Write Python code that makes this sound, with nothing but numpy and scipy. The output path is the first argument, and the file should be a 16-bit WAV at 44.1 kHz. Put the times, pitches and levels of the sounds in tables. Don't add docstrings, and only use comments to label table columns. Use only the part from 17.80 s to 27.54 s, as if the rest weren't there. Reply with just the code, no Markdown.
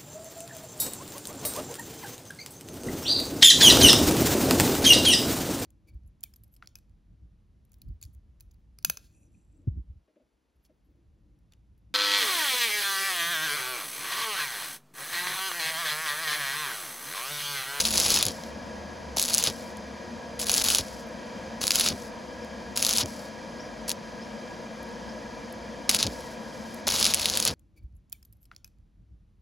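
import sys
import numpy as np
from scipy import signal
from scipy.fft import rfft, irfft, next_fast_len
from scipy.io import wavfile
from scipy.ndimage import uniform_filter1d

SR = 44100
rng = np.random.default_rng(int(sys.argv[2]) if len(sys.argv) > 2 else 0)


def wav_out(sig):
    wavfile.write(sys.argv[1], SR, np.round(np.clip(np.atleast_2d(sig).T, -1, 1) * 32767).astype(np.int16))


N = 429534
SIZE = next_fast_len(N + 4096)
HZ = np.arange(SIZE // 2 + 1) * SR / SIZE
T = np.arange(N) / SR

# strike t/s; catch, flare, break t/s after it; strike burst, touch, burn, late, flare level/dB before colouring;
# brightness/dB
ARC_STAGES = [(0, 0.15, 0.39, 0.51, -25, -22.5, -17.5, -18, -17, -2.5),
              (1.364, .14, 0.31, .348, -28, -27, -23.5, -25.5, -18, -2),
              (2.592, .11, .398, .424, -34, -28, -24, -19, -18.5, -1),
              (3.809, 0.14, 0.27, .321, -26, -27.5, -20, -20, -15.5, -3),
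              (4.958, 0.085, .255, 0.28, -31, -28, -23, -20.5, -15.5, -2),
              (6.079, 0.0082, .037, 0.045, -24.5, -27, -28, -31, -37, 1),
              (8.092, .05, .115, .17, -5.5, -23.5, -16.5, -21.5, -16, -5),
              (9.069, .15, .612, .651, -24, -20, -15.5, -23, -17, -6.5)]
# start t/s, peak level/dB before tilt, treble over bass/dB
MAIN_POPS = [(0.0518, -5, -8), (0.1062, -11, 0), (0.173, -7, 0), (0.1781, 0.5, 1), (0.1995, -2.5, 3),
             (0.2433, -13, 0), (0.2818, -9, 0), (0.3031, -3, 1), (0.3413, -4, 4), (0.3611, -4, 0),
             (0.388, -7, 0), (0.4265, 0, 0), (0.4524, -8, 0), (0.4646, -6, 0), (0.4833, -12.5, -3),
             (0.636, -26, -10), (1.3692, -7, -7), (1.3834, -7.5, 0), (1.3958, -3, 4), (1.415, -10, 5),
             (1.4257, -6.5, 5), (1.4384, -12, 2), (1.4865, -13, -3), (1.4974, -13, 0), (1.5349, -8, 0),
             (1.5402, -4.5, 1), (1.5466, -0.5, 1.5), (1.5724, -11, 0), (1.5805, -2, 1), (1.5874, -11, 0),
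             (1.6257, -10, 0), (1.6383, -1.5, -1), (1.6628, -9.5, -9), (1.672, -10, -11), (1.6995, -17, -8),
             (1.97, -34, 2), (2.599, -15, 0), (2.6164, -15, 0), (2.686, -14, 0), (2.6949, 0.5, -8),
             (2.7157, -5.5, 2), (2.7304, -14, 0), (2.7397, -4, 4), (2.7468, -9, 0), (2.7636, -9, 0),
             (2.7714, -11, 0), (2.7796, -4, 2), (2.821, -11, 4), (2.8408, -5, 5), (2.8848, -3, 0),
             (2.9016, -4, 3), (2.9477, 0, -2), (2.9839, -4, -0.5), (3.0086, -18, -5), (3.8324, -16, 4),
             (3.8681, -5.5, 4), (3.8784, -5.5, 0), (3.9065, -0.5, -6), (3.9174, -5.5, 0),
             (3.9559, -0.5, 1.5), (3.9967, -1, -4), (4.0004, -11, 0), (4.009, -2, -3), (4.0612, -8, -2),
             (4.0864, -6, 0), (4.6463, -35, -2), (4.9638, -16, -2), (4.9735, -4.5, 3), (5.025, -1.5, 0),
             (5.0484, -4, 0), (5.0652, -3, 0), (5.0913, -5, 2), (5.109, -10, 0), (5.128, -11, 0),
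             (5.1348, -7, 0), (5.1637, -9, -3), (5.1729, -7, 3), (5.1826, -2, -1), (5.258, -20, -4),
             (6.0931, -7, 3), (6.1024, -11, -3), (6.115, -9, 3), (8.093, 2.5, -3), (8.1124, -8, -2),
             (8.1464, -1, 2), (8.1684, -16, 0), (8.2275, -3, -6), (8.2661, -16, -11), (8.2701, -18.5, -16),
             (8.4053, -31, -2), (9.0756, -9, -1), (9.1015, -13, 2), (9.1217, -14, 0), (9.1616, -10, -5),
             (9.1995, -7, -2), (9.227, 0, -2), (9.243, -3, -3), (9.2525, -2, -8), (9.2644, -3.5, -6),
             (9.3374, -2, -4), (9.3442, -2, 4), (9.397, -13, -2), (9.416, -13, 0), (9.4564, 1, -3),
             (9.4984, -4, -2), (9.5532, -13, 0), (9.5723, -2, 1), (9.6001, -7, 6), (9.625, -10, 3),
             (9.651, -1.5, 4), (9.6763, -2.5, 3), (9.7094, -22, 0)]


def undb(db):
    return 10 ** (np.asarray(db) / 20)


def level(x, db):
    return x * undb(db) / np.sqrt(np.mean(x ** 2))


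def shape_db(table):
    hz, db = np.transpose(table)
    return np.interp(np.log(HZ + 1), np.log(hz), db)


def causal(db):
    cepstrum = irfft(db * np.log(10) / 20, SIZE)
    cepstrum[1:SIZE // 2] *= 2
    cepstrum[SIZE // 2 + 1:] = 0
    return np.exp(rfft(cepstrum))


def through(x, response):
    return irfft(rfft(x, SIZE) * response, SIZE)[..., :N]


def band(x, lo_hz, hi_hz):
    return signal.sosfilt(signal.butter(2, [lo_hz, hi_hz], "band", fs=SR, output="sos"), x)


def walk(rate):
    k = int(SR / rate)
    steps = np.repeat(rng.standard_normal(N // k + 1), k)
    return 1.196 * uniform_filter1d(uniform_filter1d(steps, k), k)[:N]


def tone(hz):
    return np.sin(2 * np.pi * np.cumsum(hz) / SR)


def add(out, s, sound):
    i = max(int(s * SR), 0)
    out[i:i + len(sound)] += sound[:N - i]


def drone(drone_db=-39.5, waver_db=.4):
    # f/Hz, level/dB
    floor = [(30, -21), (60, -11.5), (120, -12.5), (160, -11), (300, -10.5), (400, -17.5), (700, -10),
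             (800, -17.5), (1150, -19.5), (2050, -22.5), (2800, -27), (5500, -28), (7300, -35),
             (10700, -45), (12000, -48.5), (15500, -51)]
    # f/Hz, width/Hz, rise/dB
    modes = [(220.4, 56, 12.5), (358.6, 16, 8), (404, 32, -13.5), (488.6, 130, 12.5), (617.5, 44, 4),
             (957, 133, 11.5), (1400, 30, -5.5), (1656, 112, 12.5), (1913, 62, 7.5), (2370, 117, 8.5),
             (3166, 120, 8.5), (4300, 65, 3.5), (4880, 360, 6.5), (6070, 150, 4.5), (6480, 340, 5.5),
             (10370, 1700, 8.5)]
    db = shape_db(floor)
    for hz, width, rise_db in modes:
        db = db + rise_db / (1 + (2 * (HZ - hz) / width) ** 2)
    noise = through(rng.standard_normal((2, N)), undb(db))
    return level(noise, drone_db) * undb(waver_db * walk(5))


def fan_tones():
    # f/Hz, rms level/dB
    lines = [(706, -66), (1412, -72), (2383, -75)]
    return sum(level(tone(hz + walk(3.71)), db) for hz, db in lines)


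def rumble(throb_db=3):
    # t/s, f/Hz, rms level/dB
    curve = [(0, 71.8, -53), (.73, 72.7, -49.5), (1.52, 74, -50), (2.36, 73, -56.5), (3.03, 64, -51),
             (3.5, 63.7, -57.5), (4.5, 70, -55), (5.6, 59.95, -58), (8.4, 60, -53), (8.7, 62, -63),
             (9.3, 87.9, -49.5), (9.74, 85.9, -54)]
    s, hz, db = np.transpose(curve)
    wander = np.interp(T, s, hz) * (1 + .06 * walk(12))
    throb = level(undb(throb_db * walk(12)) * tone(wander), 0)
    return throb * undb(np.interp(T, s, db))


def spits(rate, size_db, scatter_db, tail_s):
    sizes = undb(size_db + abs(scatter_db) * rng.exponential(size=N))
    hits = (rng.random(N) < rate / SR) * sizes
    swell = 1 + signal.lfilter([1], [1, -np.exp(-1 / (tail_s * SR))], hits)
    return level(swell * rng.standard_normal(N), 0)


def burning(strike_s=0.012, catch_s=0.024, sag_s=0.14, flare_s=0.031, break_db=-13, dip_s=.006, dip_db=-2.5):
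    # t/s, length/s, depth/dB
    shorts = [(0.032, 0.0081, -8.5), (1.44, .005, -13), (1.633, .005, -11), (2.645, 0.011, -17),
              (2.824, 0.0163, -23), (8.171, 0.013, -17)]
    hiss_db, bright_db = np.full(N, -120.), np.zeros(N)
    for strike, catch, flare, end, strike_db, touch_db, burn_db, late_db, flare_db, bright in ARC_STAGES:
        on = (T >= strike) & (T <= strike + end)
        t = T[on] - strike
        rise = max(flare - flare_s, catch)
        times = [catch - catch_s, catch, min(catch + sag_s, rise), rise, flare, end]
        levels = [touch_db, burn_db, late_db, late_db, flare_db, flare_db + break_db]
        steady = undb(np.interp(t, times, levels))
        burst = undb(strike_db) * np.exp(-(t / strike_s) ** 2)
        hiss_db[on] = 10 * np.log10(steady ** 2 + burst ** 2)
        bright_db[on] = bright + np.interp(t, times, [2, 0, 0, 0, -5, -10])
    for s, length, depth_db in shorts:
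        hiss_db += depth_db * np.clip(np.minimum(T - s, s + length - T) / .0015 + .5, 0, 1)
    for s, db, _ in MAIN_POPS:
        i = int(s * SR)
        hiss_db[i - int(dip_s * SR):i] += dip_db * undb(db)
    return hiss_db, bright_db


def crackle(bright_db, per_s=30, top_db=-12.5, mean_fall_db=4, tint_spread_db=2):
    rows = []
    for strike, _, flare, *_ in ARC_STAGES:
        when, size, tint = rng.random((int(per_s * flare), 3)).T
        s = strike + when * flare
        tint_db = bright_db[(s * SR).astype(int)] + tint_spread_db * (2 * tint - 1)
        rows += zip(s, top_db + mean_fall_db * np.log(size), tint_db)
    return rows


def pop_layers(pops, colour, swell_s=0.00035, snap_s=0.00039, fizz_s=0.0099, fizz_db=-18, crack_db=11, thin_hz=1900):
    lead = 44
    t = T[:800] - lead / SR
    decay = np.exp(-t / snap_s) + undb(fizz_db) * np.exp(-t / fizz_s)
    envelope = np.where(t < 0, np.exp(t / swell_s), decay)
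    crack_peak = np.max(np.abs(band(irfft(colour, SIZE), thin_hz, 19800)))
    low, high = np.zeros((2, N))
    for (s, db, bright), noise in zip(pops, rng.standard_normal((len(pops), len(t)))):
        snap = envelope * noise + (t == 0) * np.sign(noise) * undb(crack_db)
        snap *= undb(db) / np.max(np.abs(snap)) / crack_peak
        add(low, s, snap * undb(-bright / 2))
        add(high, s, snap * undb(bright / 2))
    return band(low, thin_hz, 20000), high


def arc(waver_db=0.96, flicker_db=2.0, split_hz=5960):
    # f/Hz, level/dB
    arc_colour = [(60, -6.5), (500, -9), (1400, -8), (1900, -12.5), (2400, -7.5), (3600, -3), (4900, 0),
                  (5800, -2.5), (6600, 0), (7700, -6.5), (9000, -1), (10700, -1), (11700, -7.5),
                  (15500, -14.5)]
    hiss_db, bright_db = burning()
    unsteady_db = waver_db * walk(60) + flicker_db * walk(250)
    hiss = spits(700, 3.1, 3.32, 0.00016) * undb(hiss_db + unsteady_db)
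    colour = causal(shape_db(arc_colour))
    low, high = pop_layers(list(MAIN_POPS) + crackle(bright_db), colour)
    low = low + hiss
    high = high + hiss * undb(bright_db)
    bass_share = 1 / (1 + (HZ / split_hz) ** 8)
    return through(low, colour * bass_share) + through(high, colour * (1 - bass_share))


def puffs(thump_hz=95, flutter_db=-5, roar_db=-7):
    # t/s (half a length after onset), drive level/dB, length/s, thump in it/dB
    puff_cues = [(0.472, -29.5, 0.042, -2), (1.687, -30.5, 0.032, -2), (2.998, -29, 0.02, 0),
                 (4.111, -27.5, 0.032, -11), (5.24, -31.5, .035, -1), (8.26, -28.5, 0.034, 1),
                 (9.7, -30, 0.027, 1)]
    out = np.zeros(N)
    for s, db, length, thump_db in puff_cues:
        t = T[:int(3 * length * SR)] / length
        swell = t * np.exp(1 - t) * np.exp(-.5 * t ** 2)
        thump = np.sin(2 * np.pi * thump_hz * length * (1.23 * t - 0.173 * t ** 2))
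        flutter = level(band(rng.standard_normal(len(t)), 76, 254), flutter_db)
        roar = level(band(rng.standard_normal(len(t)), 250, 700), roar_db)
        add(out, s - length / 2, undb(db) * swell * (undb(thump_db) * thump + flutter + roar))
    return out


def sizzle(flicker_db=1.0, fade_s=0.04):
    # t/s, length/s, rms level/dB at first, change/dB until it stops
    spells = [(0.483, 0.25, -43.5, -13), (1.715, 0.23, -44.5, -12.5), (3.003, 0.25, -44.5, -10),
              (4.13, 0.18, -46.5, -6), (5.265, 0.24, -46.5, -6), (6.125, .05, -55, -6),
              (8.285, 0.3, -47, -9), (8.596, 0.43, -59, 6.5), (9.717, 0.11, -45, -9)]
    # f/Hz, level/dB
    fry_colour = [(1500, -8), (3000, -10), (5000, 3), (7000, -3), (10500, -3.5), (12500, -9), (15500, -17)]
    gain = np.zeros(N)
    for s, length, db, change_db in spells:
        fade = np.clip(np.minimum(T - s + 0.029, s + length - T) / fade_s, 0, 1)
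        gain += undb(db + change_db * np.clip((T - s) / length, 0, 1)) * fade
    noise = through(spits(520, 2, 2, 0.00029), undb(shape_db(fry_colour)))
    return level(noise, 0) * gain * undb(flicker_db * walk(100))


def knocks(knock_hz=1200, knock_s=0.0014, fall_s=0.004):
    # t/s, envelope peak level/dB
    knock_cues = [(1.369, -21), (2.695, -26), (9.076, -22.5)]
    out, t = np.zeros(N), T[:600]
    knock = t / knock_s * np.exp(1 - t / knock_s) * tone(knock_hz * np.exp(-t / fall_s))
    for s, db in knock_cues:
        add(out, s, undb(db) * knock)
    return out


def ticks(tick_s=0.0019):
    # t/s, level/dB before the band-pass
    tick_cues = [(3.27, -45), (3.288, -48), (7.03, -38), (7.09, -47), (7.725, -32), (8.944, -29.5)]
    out, t = np.zeros(N), T[:600]
    for s, db in tick_cues:
        noise = rng.standard_normal(len(t)) * np.exp(-t / tick_s)
        add(out, s, undb(db) * band(noise, 8500, 13500))
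    return out


def bird(blur=1.0, echo_s=.025):
    # t/s, length/s, start f/Hz, end f/Hz, level/dB before blur and echo
    chirp_cues = [(4.6, .04, 4600, 5600, -52), (5.77, .055, 4200, 6000, -48), (5.83, .04, 5800, 5800, -54),
                  (6.4, .045, 4700, 5600, -50), (7.275, .035, 4500, 5700, -50),
                  (7.31, .02, 5200, 4600, -54)]
    out = np.zeros(N)
    for s, length, start_hz, end_hz, db in chirp_cues:
        n = int(length * SR)
        glide = start_hz + (end_hz - start_hz) * np.sin(np.linspace(0, np.pi / 2, n)) ** 2.2
        swell = np.hanning(n) ** .5 * np.linspace(.3, 1.1, n)
        add(out, s, undb(db) * swell * tone(glide))
    echo = rng.standard_normal(4000) * np.exp(-T[:4000] / echo_s)
    echo /= np.sqrt(np.sum(echo ** 2))
    return out * (1 + blur * walk(400)) + signal.fftconvolve(out, echo)[:N]


def whine(throb_db=3):
    # start t/s, end t/s, f/Hz, rms level/dB between its fades
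    whine_cue = (5.45, 6.1, 5080, -66)
    start, end, hz, db = whine_cue
    fade = np.clip(np.minimum(T - start, end - T) / .1, 0, 1)
    return fade * level(undb(throb_db * walk(40)) * tone(hz + 15 * walk(30)), db)


def smear(near, bench_s=0.00076, bench_db=-19):
    bench = rng.standard_normal(3000) * np.exp(-T[:3000] / bench_s)
    bench *= undb(bench_db) / np.sqrt(np.sum(bench ** 2))
    return band(signal.fftconvolve(near, bench)[:N], 250, 22000)


def scene():
    # f/Hz, lead of the left/rad
    stereo_phase = [(0, 0), (690, 0.1), (1460, 0.9), (1980, 0.1), (7410, -0.1), (8700, -2.8), (10900, -6.0),
                    (11600, -6.7), (12900, -9.2), (13700, -9.6), (14900, -12.5), (15800, -12.6),
                    (16300, -13.3), (16500, -12.8)]
    # f/Hz, left minus right level/dB
    stereo_balance = [(110, -.5), (200, 3), (400, 1.5), (1300, 1.5), (2000, 0)]
    # f/Hz, level/dB
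    scatter_gain = [(60, -17.5), (300, -11), (800, -9.5), (1400, -1.5), (2300, -29), (3200, -12.5),
                    (6500, -80), (9000, -34), (15000, -2)]
    common, scattered = drone()
    common = common + fan_tones() + rumble() + whine()
    near = arc() + puffs() + sizzle() + knocks() + ticks() + bird()
    mid = near + common
    side = smear(near) + through(scattered, undb(shape_db(scatter_gain)))
    phase = np.interp(HZ, *np.transpose(stereo_phase))
    half = undb(shape_db(stereo_balance) / 2) * np.exp(.5j * phase)
    return np.array([through(mid + side, half), through(mid - side, 1 / half)])


def record(dry, bass_hz=32, ceiling=.72, top_hz=15900):
    dry = signal.sosfilt(signal.butter(2, bass_hz, "high", fs=SR, output="sos"), dry)
    steep = signal.ellip(12, .2, 100, top_hz, fs=SR, output="sos")
    return signal.sosfilt(steep, ceiling * np.tanh(dry / ceiling))


dry = scene()
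out = record(dry)
wav_out(out)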